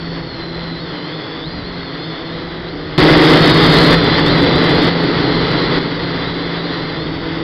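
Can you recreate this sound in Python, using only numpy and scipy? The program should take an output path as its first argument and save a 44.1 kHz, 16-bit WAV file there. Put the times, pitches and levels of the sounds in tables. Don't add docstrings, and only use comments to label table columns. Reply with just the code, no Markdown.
import sys
import numpy as np
from scipy import signal
from scipy.fft import rfft, irfft, next_fast_len
from scipy.io import wavfile
from scipy.ndimage import uniform_filter1d

SR = 44100
rng = np.random.default_rng(int(sys.argv[2]) if len(sys.argv) > 2 else 0)


def file_out(sig):
    cols = np.atleast_2d(sig).T
    lim = np.clip(cols, -1, 1)
    pcm = np.round(lim * 32767).astype(np.int16)
    wavfile.write(sys.argv[1], SR, pcm)


N = 327663
TIME = np.arange(N) / SR
FUNDAMENTAL_LOSS = 0.67


def from_db(db):
    return 10 ** (np.asarray(db) / 20)


def rms_one(x):
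    return x / np.sqrt(np.mean(x ** 2) + 1e-20)


def in_time(rows):
    times, *columns = np.transpose(rows)
    return [np.interp(TIME, times, column) for column in columns]


def at_hz(points, hz):
    f, level = np.transpose(points)
    return np.interp(np.log(np.maximum(hz, 1)), np.log(f), level)


def drift(corner_hz):
    step = 40
    r = np.exp(-2 * np.pi * corner_hz * step / SR)
    noise = rng.standard_normal(N // step + 2002)
    slow = signal.lfilter([1], [1, -2 * r, r * r], noise)[2000:]
    return np.interp(np.arange(N) / step, np.arange(len(slow)), rms_one(slow))


def coloured(x, spectrum):
    size = next_fast_len(N)
    hz = np.arange(size // 2 + 1) * SR / size
    gain = from_db(at_hz(spectrum, hz)) * (hz < SR / 8)
    return rms_one(irfft(rfft(x, size) * gain, size)[:N])


def wind_buffeting():
    # (frequency [Hz], density [dB per Hz])
    buffet_spectrum = [(8, -5), (20, -14), (35, -1), (75, 3), (120, -3), (250, -3), (600, -20), (5500, -61)]
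    return coloured(rng.standard_normal(N), buffet_spectrum)


def churning_air():
    # (frequency [Hz], density [dB per Hz])
    churn_spectrum = [(60, -28.5), (132, 1.5), (160, -7.5), (200, -9.5), (270, 2.5), (430, -0.5),
                      (520, -4.5), (640, -16.5), (2000, -42.5)]
    return coloured(rng.standard_normal(N), churn_spectrum)


def wash(beat, chop=0.053, flicker_db=1.0):
    # (frequency [Hz], density [dB per Hz])
    wash_spectrum = [(110, -7), (138, 8.5), (165, 1), (205, -3.5), (290, 5.5), (480, 4), (620, 1),
                     (1350, 1), (1650, -1), (2050, 3), (2300, -7.5), (2750, -9), (3450, 0), (3850, -8.5),
                     (4750, -4.5), (5500, -10.5)]
    flicker = from_db(flicker_db * drift(8.8))
    turbulence = rng.standard_normal(N) * (1 + chop * beat) * flicker
    return coloured(turbulence, wash_spectrum)


def frame_drone(mode_hz=164.4, width_hz=9.7):
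    r = np.exp(-np.pi * width_hz / SR)
    poles = [1, -2 * r * np.cos(2 * np.pi * mode_hz / SR), r * r]
    return rms_one(signal.lfilter([1, 0, -1], poles, rng.standard_normal(N)))


def jabs(number):
    # (time of the top [s], rotor number [1 to 4], rise of the gear-mesh pitch [Hz])
    jab_rows = [(.83, 3, 260), (1.1, 3, 200), (1.16, 4, 230), (1.55, 3, 200), (1.69, 3, 300), (1.8, 3, 170),
                (2.07, 3, 240), (2.2, 3, 170), (2.73, 3, 580), (2.88, 3, 130), (3.47, 4, 70),
                (3.65, 3, 100), (3.8, 4, 300), (4.14, 2, 200), (4.2, 3, 380), (4.28, 3, 330),
                (4.33, 4, 850), (4.59, 4, 600), (4.6, 2, 130), (5.08, 2, 140), (5.96, 3, 190),
                (6.29, 4, 420), (6.45, 3, 140), (6.62, 4, 450), (6.69, 3, 240), (6.73, 4, 400),
                (6.86, 3, 130), (6.98, 2, 200)]
    rise_s, fall_s = .035, .045
    hz = np.zeros(N)
    for top, jabbed, rise_hz in jab_rows:
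        if jabbed == number:
            width = np.where(TIME < top, rise_s, fall_s)
            hz += rise_hz * np.exp(-np.minimum(((TIME - top) / width) ** 2, 20))
    return hz


def rotor(course, jab_hz, bite_db, flutter, rattle, hum_flicker_db=0.5, whine_flicker_db=1.5,
          eccentric=0.19, blade_throb=0.4):
    # (multiple of the blade rate, level [dB])
    blade_orders = [(1, -41), (2, -36.5), (3, -45), (4, -48.5), (5, -50), (6, -54.5)]
    # (frequency [Hz], gain [dB])
    frame_response = [(60, -2.5), (120, -7), (145, -1.5), (155, 8), (166, 8.5), (178, 9.5), (190, -12.5),
                      (255, -11), (288, 2), (325, -2), (365, -5), (400, 4), (500, -0.5), (560, -4),
                      (1200, -11)]
    # (frequency [Hz], level [dB])
    whine_response = [(2900, -45), (3450, -41), (3800, -44), (4150, -41), (4450, -46.5), (4800, -45.5),
                      (5300, -51.5), (6000, -38.5)]
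    teeth_per_blade = 32
    trim_share, trim_corner_hz = .0035, 7
    load_db_per_octave_per_s, load_limit_db = 1.8, 5.5

    set_hz = in_time(course)[0] + jab_hz
    mesh_hz = set_hz * (1 + trim_share * drift(trim_corner_hz) + flutter * drift(40))
    blade_hz = mesh_hz / teeth_per_blade
    phase = 2 * np.pi * (np.cumsum(blade_hz) / SR + rng.random())

    hum = np.zeros(N)
    for multiple, level_db in blade_orders:
        multiple = round(multiple)
        drive_db = -FUNDAMENTAL_LOSS * bite_db if multiple == 1 else bite_db
        frame_db = at_hz(frame_response, multiple * blade_hz)
        gain = from_db(level_db + drive_db + frame_db + hum_flicker_db * drift(11))
        hum += gain * np.sin(multiple * phase + 2 * np.pi * rng.random())

    octaves_per_s = uniform_filter1d(np.gradient(np.log2(set_hz)) * SR, size=SR // 20)
    load_db = np.clip(load_db_per_octave_per_s * octaves_per_s, 0, load_limit_db)
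    throb = 1 + eccentric * np.sin(phase / 2) + blade_throb * np.cos(phase)
    teeth = np.sin(teeth_per_blade * phase + rattle * drift(160))
    whine_db = at_hz(whine_response, mesh_hz) + load_db + whine_flicker_db * drift(16)
    whine = from_db(whine_db) * throb * teeth
    return hum, whine, np.cos(phase)


def scene():
    # (time [s], pitch [Hz])
    courses = [(0, 5380), (.7, 5370), (1.0, 5715), (1.2, 5143), (1.42, 5130), (1.55, 5620), (1.75, 5575),
               (1.95, 5284), (2.3, 5320), (2.5, 5720), (2.95, 6000), (3.38, 5900), (3.46, 5240),
               (4.2, 5330), (4.55, 5450), (5.5, 5360), (6.5, 5400), (7.4, 5250)], [(0, 5300), (.7, 5330), (.98, 4750), (1.25, 5080), (1.44, 5130),
                                (1.72, 4200), (1.92, 4450), (2.0, 4850), (2.17, 5220), (2.62, 5310),
                                (2.96, 4970), (3.02, 5150), (3.38, 5090), (3.5, 4880), (4.0, 4650),
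                                (4.4, 4600), (4.75, 4760), (4.92, 4570), (5.5, 4530), (5.8, 4710),
                                (6.25, 4550), (6.9, 4630), (7.14, 5150), (7.4, 5240)], [(0, 4440), (.25, 4420), (.4, 4120), (.75, 4040),
                                                 (.9, 4270), (1.02, 4080), (1.43, 4660), (1.5, 4080),
                                                 (1.62, 3950), (1.85, 4280), (2.0, 4170), (2.2, 4280),
                                                 (2.45, 4050), (2.66, 3900), (2.8, 4150), (2.97, 4200),
                                                 (3.03, 4800), (3.3, 4780), (3.4, 4360), (3.78, 4280),
                                                 (4.1, 4040), (4.7, 3980), (4.8, 4300), (5.15, 4340),
                                                 (5.52, 4010), (5.7, 4250), (5.92, 4240), (6.25, 4030),
                                                 (6.97, 4000), (7.05, 4480), (7.4, 4550)], [(0, 4400), (.25, 4390), (.4, 4120),
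                                                                  (.74, 4150), (.98, 3020), (1.25, 3380),
                                                                  (1.44, 3520), (1.51, 4850), (1.63, 4600),
                                                                  (1.9, 3350), (2.02, 3500), (2.26, 3500),
                                                                  (2.44, 4050), (2.66, 3780), (2.75, 4650),
                                                                  (2.95, 4800), (3.03, 3450), (3.22, 3700),
                                                                  (3.88, 3720), (4.0, 3470), (4.8, 3500),
                                                                  (4.92, 3980), (5.9, 3970), (6.2, 3500),
                                                                  (7.0, 3530), (7.15, 3750), (7.43, 3700)]
    # (blade hum [dB], gear whine [dB], rms speed flutter [share], rms gear rattle [radians])
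    rotor_build = [(-1, -8.5, .002, .3), (1, -0.5, .003, .4), (-3, 1, 0.00353, .5), (-1, 0, 0.00651, .75)]
    # (time [s], level [dB])
    whine_level = [(0, 5), (.7, 0.5), (.9, 2.5), (1.4, 3), (1.7, -1), (2.15, 3.5), (2.5, -6), (2.85, -3.5),
                   (3.1, -8), (3.5, 2), (4.6, -1.5), (6.5, -0.5), (7.4, -5.5)]
    # (time [s], overtones [dB])
    bite = [(0, 0), (.5, 1.5), (1.35, 0), (1.65, -1.5), (2.05, 0), (2.35, 5), (2.9, 3.5), (3.25, 4.5),
            (3.7, -2), (4.5, 0), (6.6, -2.5), (7.2, 3)]
    # (time [s], level [dB])
    churn_level = [(0, -38.5), (1.2, -35.5), (1.6, -42), (2.1, -36.5), (2.9, -42), (3.5, -35), (4.6, -31),
                   (6.0, -31.5), (7.4, -41)]
    # (time [s], level [dB])
    gusts = [(0, -36.5), (.85, -38), (1.08, -62.5), (1.55, -31.5), (2.05, -48.5), (2.35, -37.5), (2.9, -37),
             (3.2, -48), (4.0, -40), (6.25, -40.5), (6.75, -47), (7.12, -36.5), (7.4, -41.5)]
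    wash_db, wash_follows = -32, 0.2
    drone_db, drone_follows = -46.5, .5

    gears_db, = in_time(whine_level)
    bite_db, = in_time(bite)
    churn_db, = in_time(churn_level)
    gust_db, = in_time(gusts)
    swing_db = churn_db - churn_db.mean()

    rotors, beat = np.zeros(N), np.zeros(N)
    for k, (hum_db, whine_db, flutter, rattle) in enumerate(rotor_build):
        hum, whine, blades = rotor(courses[k], jabs(k + 1), bite_db, flutter, rattle)
        rotors += from_db(hum_db) * hum + from_db(whine_db + gears_db) * whine
        beat += blades

    wind = from_db(gust_db) * wind_buffeting()
    churn = from_db(churn_db) * churning_air()
    air = from_db(wash_db + wash_follows * swing_db) * wash(beat)
    ringing_db = drone_db + drone_follows * swing_db - FUNDAMENTAL_LOSS * bite_db
    drone = from_db(ringing_db) * frame_drone()
    return (rotors + air + churn + wind + drone)[None]


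def record(dry, input_top=0.67, output_top=0.68, edge_hz=5150):
    # (time from which it holds [s], level [dB])
    level_steps = [(0, 3), (2.9794, 22.5), (3.381, 20.5), (3.95, 16), (4.889, 12.5), (5.79, 7.5)]
    cutoff_hz = 16500
    starts, step_db = np.transpose(level_steps)
    gain = from_db(step_db[np.searchsorted(starts[1:], TIME)])
    clipped = np.clip(dry * gain, -input_top, input_top)
    sampled = clipped * 4 * (np.arange(N) % 4 == 0)
    smooth = signal.firwin(81, edge_hz, window=("kaiser", 7), fs=SR)
    rebuilt = signal.fftconvolve(sampled, smooth[None], "same")
    out = np.clip(rebuilt, -output_top, output_top)
    return signal.sosfilt(signal.cheby2(16, 70, cutoff_hz, fs=SR, output="sos"), out)


dry = scene()
out = record(dry)
file_out(out)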